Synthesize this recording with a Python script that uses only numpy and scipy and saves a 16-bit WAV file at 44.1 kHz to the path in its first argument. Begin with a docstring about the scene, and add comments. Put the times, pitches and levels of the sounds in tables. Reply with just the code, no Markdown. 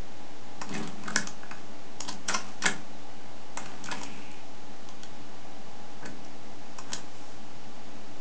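"""A small furnished room, with a cassette deck heard close by through a small, hissy microphone.
Buttons are pressed, the motor opens the door, a cassette drops into the holder, the door shuts and the
transport engages. Contacts set the latches, housing and chassis ringing; moving parts shake the chassis,
rattle the gears and rub; a motor whirrs. Echoes are decaying noise; coloured hiss and faint hum lie under all."""
import sys
import numpy as np
from scipy import signal
from scipy.fft import rfft, irfft, next_fast_len
from scipy.io import wavfile
from scipy.ndimage import uniform_filter1d

SR = 44100
rng = np.random.default_rng(int(sys.argv[2]) if len(sys.argv) > 2 else 0)


def generate_wav(signal):
    """Clip the signal to [-1, 1] and save it as 16-bit WAV at the path in sys.argv[1]."""
    frames = np.transpose(np.atleast_2d(signal))
    scaled = np.clip(frames, -1, 1) * 32767
    pcm = np.round(scaled).astype(np.int16)
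    wavfile.write(sys.argv[1], SR, pcm)


N = 361751  # samples, 8.2 s

# Hiss of the microphone and room. Each row: frequency in Hz, relative level per Hz in dB.
HISS_COLOUR = [(26, -55), (45, -22.5), (91, -6.5), (114, -5), (149, -10.5), (214, -2), (262, -6), (287, -2),
               (322, -8.5), (352, -5.5), (541, -7.5), (850, -6), (952, -12.5), (6800, -22), (9990, -34.5),
               (13000, -87), (22000, -120)]
# Wavering tones of the room hum. Each row: frequency in Hz, width in Hz, level in dB before evening out.
HUM_TONES = [(36, 3.9, -71), (119.6, 11.4, -61.5), (210.2, 8, -59.5), (292.6, 6.6, -58), (670, 14, -64),
             (779, 4.1, -61.5), (837, 3.9, -60), (1001, 8.8, -67), (1164, 15, -68), (2897, 51, -71.5)]
# Chassis on its shelf, its modes. Each row: frequency in Hz, relative level in dB, 60 dB decay time in seconds.
CHASSIS_MODES = [(180, -5, 0.11), (211.8, 0.5, 0.18), (281, 4, 0.053), (395.6, -10, 0.19)]
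# Rattling gears, their bands. Each row: frequency in Hz, width in Hz, relative level in dB.
GEAR_BANDS = [(503, 440, 4.5), (885, 700, 8.5), (1540, 280, -21), (2460, 350, -8)]
# Movements of parts. Each row: full effort reached in seconds, build-up in seconds, hold in seconds,
# chassis shaking in dB, gear rattle in dB, sliding in dB.
MOVEMENTS = [(.708, 0.021, .004, -42, -54, -65), (.79, 0.3, 0.05, -38.5, -46, -67),
             (1.151, 0.34, 0.06, -41, -45.5, -56), (1.57, .03, 0.0087, -68, -53.5, -71),
             (2.1, 0.19, 0.039, -46.5, -58, -68), (2.3, 0.037, 0.025, -48, -37.5, -47),
             (2.45, 0.048, 0.049, -56, -55.5, -67), (2.668, 0.066, 0.0057, -36, -38, -55),
             (3.6, 0.039, 0.13, -50, -50, -67.5), (3.93, .2, 0.058, -47.5, -51.5, -56),
             (4.17, 0.6, 0.018, -49.5, -53.5, -62.5), (6.05, 0.088, 0.058, -43.5, -69, -66),
             (6.9, .15, 0.084, -51, -51, -61), (7.15, 0.094, 0.17, -68, -62, -61)]
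# Panel, door and cassette shell, their modes. Each row: frequency in Hz, relative level in dB,
# 60 dB decay time in seconds.
HOUSING_MODES = [(499, -2.5, 0.017), (631, -2, 0.043), (747, -4.5, 0.073), (970, 5.5, 0.014),
                 (1072, -1.5, 0.035), (1245, -3, 0.035), (1394, 0, 0.034), (1510, 4, 0.025),
                 (1693, -1.5, 0.031), (1814, 1.5, 0.02), (2163, -0.5, 0.021), (2190, -6.5, 0.052),
                 (2534, 0.5, 0.028)]
# Small latches and levers, their modes. Each row: frequency in Hz, relative level in dB,
# 60 dB decay time in seconds.
LATCH_MODES = [(2740, -3.5, 0.0076), (3243, 5, 0.0052), (4000, -7, 0.012), (4340, -9, 0.025),
               (4780, 5, 0.0033), (5710, 3.5, 0.0048), (6150, -6, 0.017), (6650, 0, 0.0079),
               (7540, 5.5, 0.0028), (7280, -5, 0.0036), (7830, -4.5, 0.004), (10550, 8, 0.0097)]
# Touches of plastic and metal parts: stop button, heads lowered and door opened (0.6 to 1.3 s); cassette
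# lifted out, another slid in and dropped (1.4 to 2.7 s); button, door shut and transport engaged
# (3.5 to 4.4 s); small buttons, then record and play (from 4.8 s).
# Each row: time in seconds, crack peak in dB, housing level in dB relative to the crack, favoured housing
# pitch in Hz, favoured crack pitch in Hz, scrape before the blow in ms, chatter after it in ms.
TOUCHES = [ (.615, -24, -2.5, 1050, 7300, .9, 6.4), (.692, -30.5, -10, 864, 5590, 0.76, 4.1),
           (.727, -31, -7, 2200, 3030, .7, 9), (.742, -30.5, -3, 2300, 7000, 5, 6.2),
           (.752, -30, 1.5, 2100, 4090, 5.8, 8), (.765, -35, -1, 2100, 3000, 5, 7),
           (0.779, -31, -11, 1800, 8000, 3, 7), (0.8328, -33, -7, 1000, 4700, 5, 5.8),
           (.8746, -30, -7, 810, 7000, .7, 3.8), (1.036, -32, -6, 1020, 6550, 0.69, 2.4),
           (1.058, -49.5, 12, 1450, 3000, 2.1, 3), (1.0801, -28.5, 5.5, 1290, 3300, 3.9, 4.8),
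           (1.105, -28.5, -3, 1310, 6940, .6, 3.3), (1.1596, -7, -5.5, 1660, 5840, 0.47, 2.2),
           (1.272, -20.5, -10.5, 1220, 6400, 0.49, 3.4), (1.4316, -44, 12, 1390, 2880, 1.5, 2),
           (1.5112, -33.5, 7, 1210, 5940, 0.38, 5.9), (1.551, -40.5, -1, 1400, 6000, 2.1, 2.6),
           (2.0059, -19.5, -12, 1025, 5450, 2, 3.5), (2.05, -33, -5, 899, 3200, .9, 2.8),
           (2.0794, -26, -8.5, 845, 3530, 0.42, 11), (2.0904, -22, -7.5, 1070, 4400, 7.3, 7),
           (2.127, -34, -6.5, 764, 5800, 2.1, 2.6), (2.2857, -9, -16, 1400, 6160, 2.6, 7.9),
           (2.296, -23.5, 3.5, 1310, 6810, 4.2, 6.6), (2.345, -14.5, -5, 1170, 4900, 6.4, 9.4),
           (2.487, -43, -3, 1000, 5300, 5.1, 8), (2.622, -21, -9, 1700, 4670, 0.74, 8.4),
           (2.637, -25, 2.1, 1290, 5130, 5.1, 7.4), (2.646, -23, 0, 1040, 2900, 1.2, 3),
           (2.6566, -12.5, -2, 1710, 3060, 1.4, 8.2), (2.6616, -8, -4.5, 1620, 6500, 0.64, 3.9),
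           (3.5728, -23, -2.1, 1120, 7000, .6, 4.4), (3.626, -44, 3, 1060, 3180, 1.1, 3.3),
           (3.6578, -33.5, -3.5, 1260, 3230, 1.5, 6), (3.8407, -26, -23, 821, 6000, .6, 2.9),
           (3.859, -26.5, -11, 1530, 6480, 1.1, 3.8), (3.8854, -43, 18, 1140, 3300, .6, 2.3),
           (3.9053, -48, 18, 1300, 2900, .9, 2.9), (3.914, -21.5, -6.5, 1580, 5870, 0.66, 8.5),
           (3.9259, -26.5, 2.5, 1030, 2900, 7.5, 2.9), (4.015, -31, -1, 890, 6400, 2.8, 2.5),
           (4.033, -24, -12, 900, 7250, 0.64, 4.9), (4.314, -38.5, -16, 826, 7500, 1.2, 4.4),
           (4.888, -32, -12, 856, 5700, .8, 2.6), (5.0332, -27.5, -16, 1400, 4400, 0.52, 2.9),
           (6.03, -60.5, 25.5, 500, 5000, 9, 11), (6.053, -37.5, 6.5, 497, 5000, 0.71, 7.4),
           (6.059, -28, -6, 1860, 7360, 1.4, 6), (6.248, -40.5, -5, 837, 5630, 1.1, 3.6),
           (6.785, -28.5, -3.5, 1000, 6260, 0.44, 6.2), (6.905, -40, 1, 990, 7000, 4.1, 4.6),
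           (6.921, -29, -3, 980, 7400, 1.9, 2.7), (6.932, -15.5, -14, 1940, 5800, 0.8, 4.7)]

HISS_DB, HUM_STEADINESS = -49, 0.69
ROOM_T60_S, ROOM_DB, ROOM_DELAY_S = 0.22, -6, 0.0073
BUILD_UP_DB = 26  # climb over one build-up time
SETTLE_DB_PER_S = (113, 146, 103.5)  # shaking, rattle, sliding
# capstan motor
WHIRR_HZ, WHIRR_WIDTH_HZ, WHIRR_DB = 2460, 790, -52
WHIRR_ON_S, WHIRR_OFF_S, WHIRR_EDGE_S, WHIRR_SAG_DB_PER_S = 3.87, 4.41, 0.03, 8.5
LEAD_S = 0.015  # room for the scrape ahead of each blow
CLACK_HZ, CLACK_LOSS_DB = 2320, 8  # front panel
MIC_EDGE_HZ, CUTOFF_HZ, OFFSET = 10200, 10150, -0.0562


def from_db(db):
    """Turn decibels into an amplitude factor."""
    return 10 ** (np.asarray(db) / 20)


def rms_one(x):
    """Scale a signal to an rms of 1."""
    return x / np.sqrt(np.mean(x ** 2) + 1e-20)


def resonance(x, hz, width_hz):
    """Two-pole band with gain of about 1 on top."""
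    r = np.exp(-np.pi * width_hz / SR)
    feedback = [1, -2 * r * np.cos(2 * np.pi * hz / SR), r * r]
    return signal.lfilter([(1 - r * r) / 2, 0, (r * r - 1) / 2], feedback, x)


def ring(drive, hz, t60):
    """A unit click sets a decaying sine of starting height 1 ringing."""
    r = from_db(-60 / (t60 * SR))
    w = 2 * np.pi * hz / SR
    return signal.lfilter([0, np.sin(w)], [1, -2 * r * np.cos(w), r * r], drive + 1e-18)


def background():
    """Smooth coloured hiss with a few narrow hum tones that waver, as narrow bands of noise do."""
    size = next_fast_len(N)
    bin_hz = np.arange(1, size // 2 + 2) * SR / size
    knots_hz, knots_db = np.transpose(HISS_COLOUR)
    colour = from_db(np.interp(np.log(bin_hz), np.log(knots_hz), knots_db))
    hiss = irfft(rfft(rng.standard_normal(size)) * colour, size)[:N]

    white = rng.standard_normal(N)
    tones = np.array([rms_one(resonance(resonance(white, hz, width), hz, width))
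                      for hz, width, _ in HUM_TONES])
    # long swells are evened out
    tones /= (uniform_filter1d(tones ** 2, size=4000) + 0.14) ** (HUM_STEADINESS / 2)
    hum = from_db(np.array(HUM_TONES)[:, -1]) @ tones
    return from_db(HISS_DB) * rms_one(hiss) + hum


def room(x):
    """Dense reflections: noise that dies away, starting after the first bounce."""
    age = np.arange(int(0.5 * SR)) / SR
    decay = from_db(-60 * age / ROOM_T60_S) * (age > ROOM_DELAY_S)
    tail = rng.standard_normal(len(age)) * decay
    return signal.fftconvolve(x, tail / np.sqrt(np.sum(tail ** 2)))[:N]


def swell(start, end, build_up, fall_db_per_s):
    """Level in dB: climbs to 0 at the start, holds to the end, then falls away."""
    t = np.arange(N) / SR
    climb = -BUILD_UP_DB * np.clip(start - t, 0, None) / build_up
    return climb - fall_db_per_s * np.clip(t - end, 0, None)


def effort():
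    """Gains of shaking, rattle and sliding: each movement builds up, holds and settles."""
    settle = np.reshape(SETTLE_DB_PER_S, (-1, 1))
    return sum(from_db(np.reshape(db, (-1, 1)) + swell(s, s + held, build_up, settle))
               for s, build_up, held, *db in MOVEMENTS)


def chassis_shaking():
    """A noisy push rings the chassis modes; dividing by the running level keeps the force even."""
    push = rng.standard_normal(N)
    shake = sum(from_db(db) * ring(push, hz, t60) for hz, db, t60 in CHASSIS_MODES)
    band = signal.butter(2, [140, 450], "band", fs=SR, output="sos")
    shake = signal.sosfilt(band, shake)
    shake /= np.sqrt(uniform_filter1d(shake ** 2, size=2600) + 1e-9)
    return rms_one(shake)


def motor_whirr(teeth):
    """Random tooth clicks through one narrow doubled band; the level sags until the motor stops."""
    whirr = resonance(resonance(teeth, WHIRR_HZ, WHIRR_WIDTH_HZ), WHIRR_HZ, WHIRR_WIDTH_HZ)
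    run_db = swell(WHIRR_ON_S, WHIRR_ON_S, WHIRR_EDGE_S, WHIRR_SAG_DB_PER_S)
    stop_db = swell(0, WHIRR_OFF_S, 1, BUILD_UP_DB / WHIRR_EDGE_S)
    return from_db(WHIRR_DB + run_db + stop_db) * rms_one(whirr)


def loading(teeth_per_s):
    """Moving parts shake the chassis; random tooth clicks make gear rattle, grainy rubbing and whirr."""
    shake_gain, rattle_gain, rub_gain = effort()
    teeth = (rng.random((3, N)) < teeth_per_s / SR) * rng.standard_normal((3, N))
    rattle = sum(from_db(db) * resonance(teeth[0], hz, width) for hz, width, db in GEAR_BANDS)
    rub = resonance(teeth[1], 5800, 3000)
    moving = rattle_gain * rms_one(rattle) + rub_gain * rms_one(rub)
    return shake_gain * chassis_shaking(), moving + motor_whirr(teeth[2])


def strike(modes, peak_db, favoured_hz, reach_octaves, scatter_db, softness, focus_db):
    """Each contact is a scrape, a blow and a brief chatter; where it lands favours modes near one pitch."""
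    touches = np.array(TOUCHES)
    s, scrape_ms, chatter_ms = touches[:, 0], touches[:, -2:-1], touches[:, -1:]
    hz, mode_db, t60 = np.transpose(modes)[:, :, None]
    age = np.arange(int(0.2 * SR)) / SR
    rings = from_db(mode_db - 60 * age / t60) * np.sin(2 * np.pi * hz * age)
    rings[1::2] *= -1  # neighbouring modes in opposite sense leave no holes between them

    away = np.log2(hz.T / np.reshape(favoured_hz, (-1, 1))) / reach_octaves
    luck = rng.standard_normal((len(s), len(modes)))
    strength = from_db(scatter_db * luck - focus_db * away ** 4 / (1 + away ** 4))

    since_ms = 1000 * (age - LEAD_S)
    fade_ms = np.clip(np.where(since_ms < 0, scrape_ms, chatter_ms), 0.1, 12)
    shape = np.exp(-np.abs(since_ms) / fade_ms)
    force = softness * rng.standard_normal((len(s), len(age))) * shape
    force[:, round(LEAD_S * SR)] = 1  # the blow
    # level the spectrum so brief touches push all pitches evenly
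    spectrum = rfft(force)
    force = irfft(spectrum / np.abs(spectrum), len(age)) * np.sqrt(shape)

    sounds = signal.fftconvolve(strength @ rings, force, axes=1)
    sounds *= from_db(peak_db)[:, None] / np.max(np.abs(sounds), axis=1, keepdims=True)
    starts = np.round((s - LEAD_S) * SR).astype(int)
    out = np.zeros(N)
    np.add.at(out, starts[:, None] + np.arange(sounds.shape[1]), sounds)
    return out


def contacts():
    """Latches crack, the housing knocks, the front panel clacks and the chassis thumps at every contact."""
    _, crack_db, housing_db, low_hz, high_hz, _, _ = np.transpose(TOUCHES)
    knock_db = crack_db + housing_db
    clack_db = crack_db + np.minimum(housing_db, 0) - CLACK_LOSS_DB
    crack = strike(LATCH_MODES, crack_db, high_hz,
                   reach_octaves=0.36, scatter_db=3.0, softness=0.4, focus_db=6)
    knock = strike(HOUSING_MODES, knock_db, low_hz,
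                   reach_octaves=0.3, scatter_db=4.0, softness=0.19, focus_db=14.5)
    # the knock passes on into the chassis, weaker
    thump = strike(CHASSIS_MODES, knock_db - 19, 230,
                   reach_octaves=1.5, scatter_db=3, softness=0.05, focus_db=0)
    clack = strike(HOUSING_MODES, clack_db, CLACK_HZ,
                   reach_octaves=0.25, scatter_db=7.5, softness=0.31, focus_db=10)
    return crack + knock + clack + thump


def scene():
    """The deck in its room; the capsule rolls off the top and its port leaves one dip in the treble."""
    shaking, moving = loading(teeth_per_s=2500)
    deck = contacts() + moving
    # the shaking arrives through the furniture, without echoes
    heard = deck + from_db(ROOM_DB) * room(deck) + shaking
    capsule = signal.butter(6, MIC_EDGE_HZ, fs=SR, output="sos")
    heard = signal.sosfilt(capsule, heard) + background()
    port_dip = 0.5 * resonance(heard, hz=8150, width_hz=1070)
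    return (heard - port_dip)[None]


def record(dry):
    """The top is cut steeply and the converter sits off centre by a constant offset."""
    top_cut = signal.cheby2(8, 40, CUTOFF_HZ, fs=SR, output="sos")
    return signal.sosfilt(top_cut, dry) + OFFSET


dry = scene()
out = record(dry)
generate_wav(out)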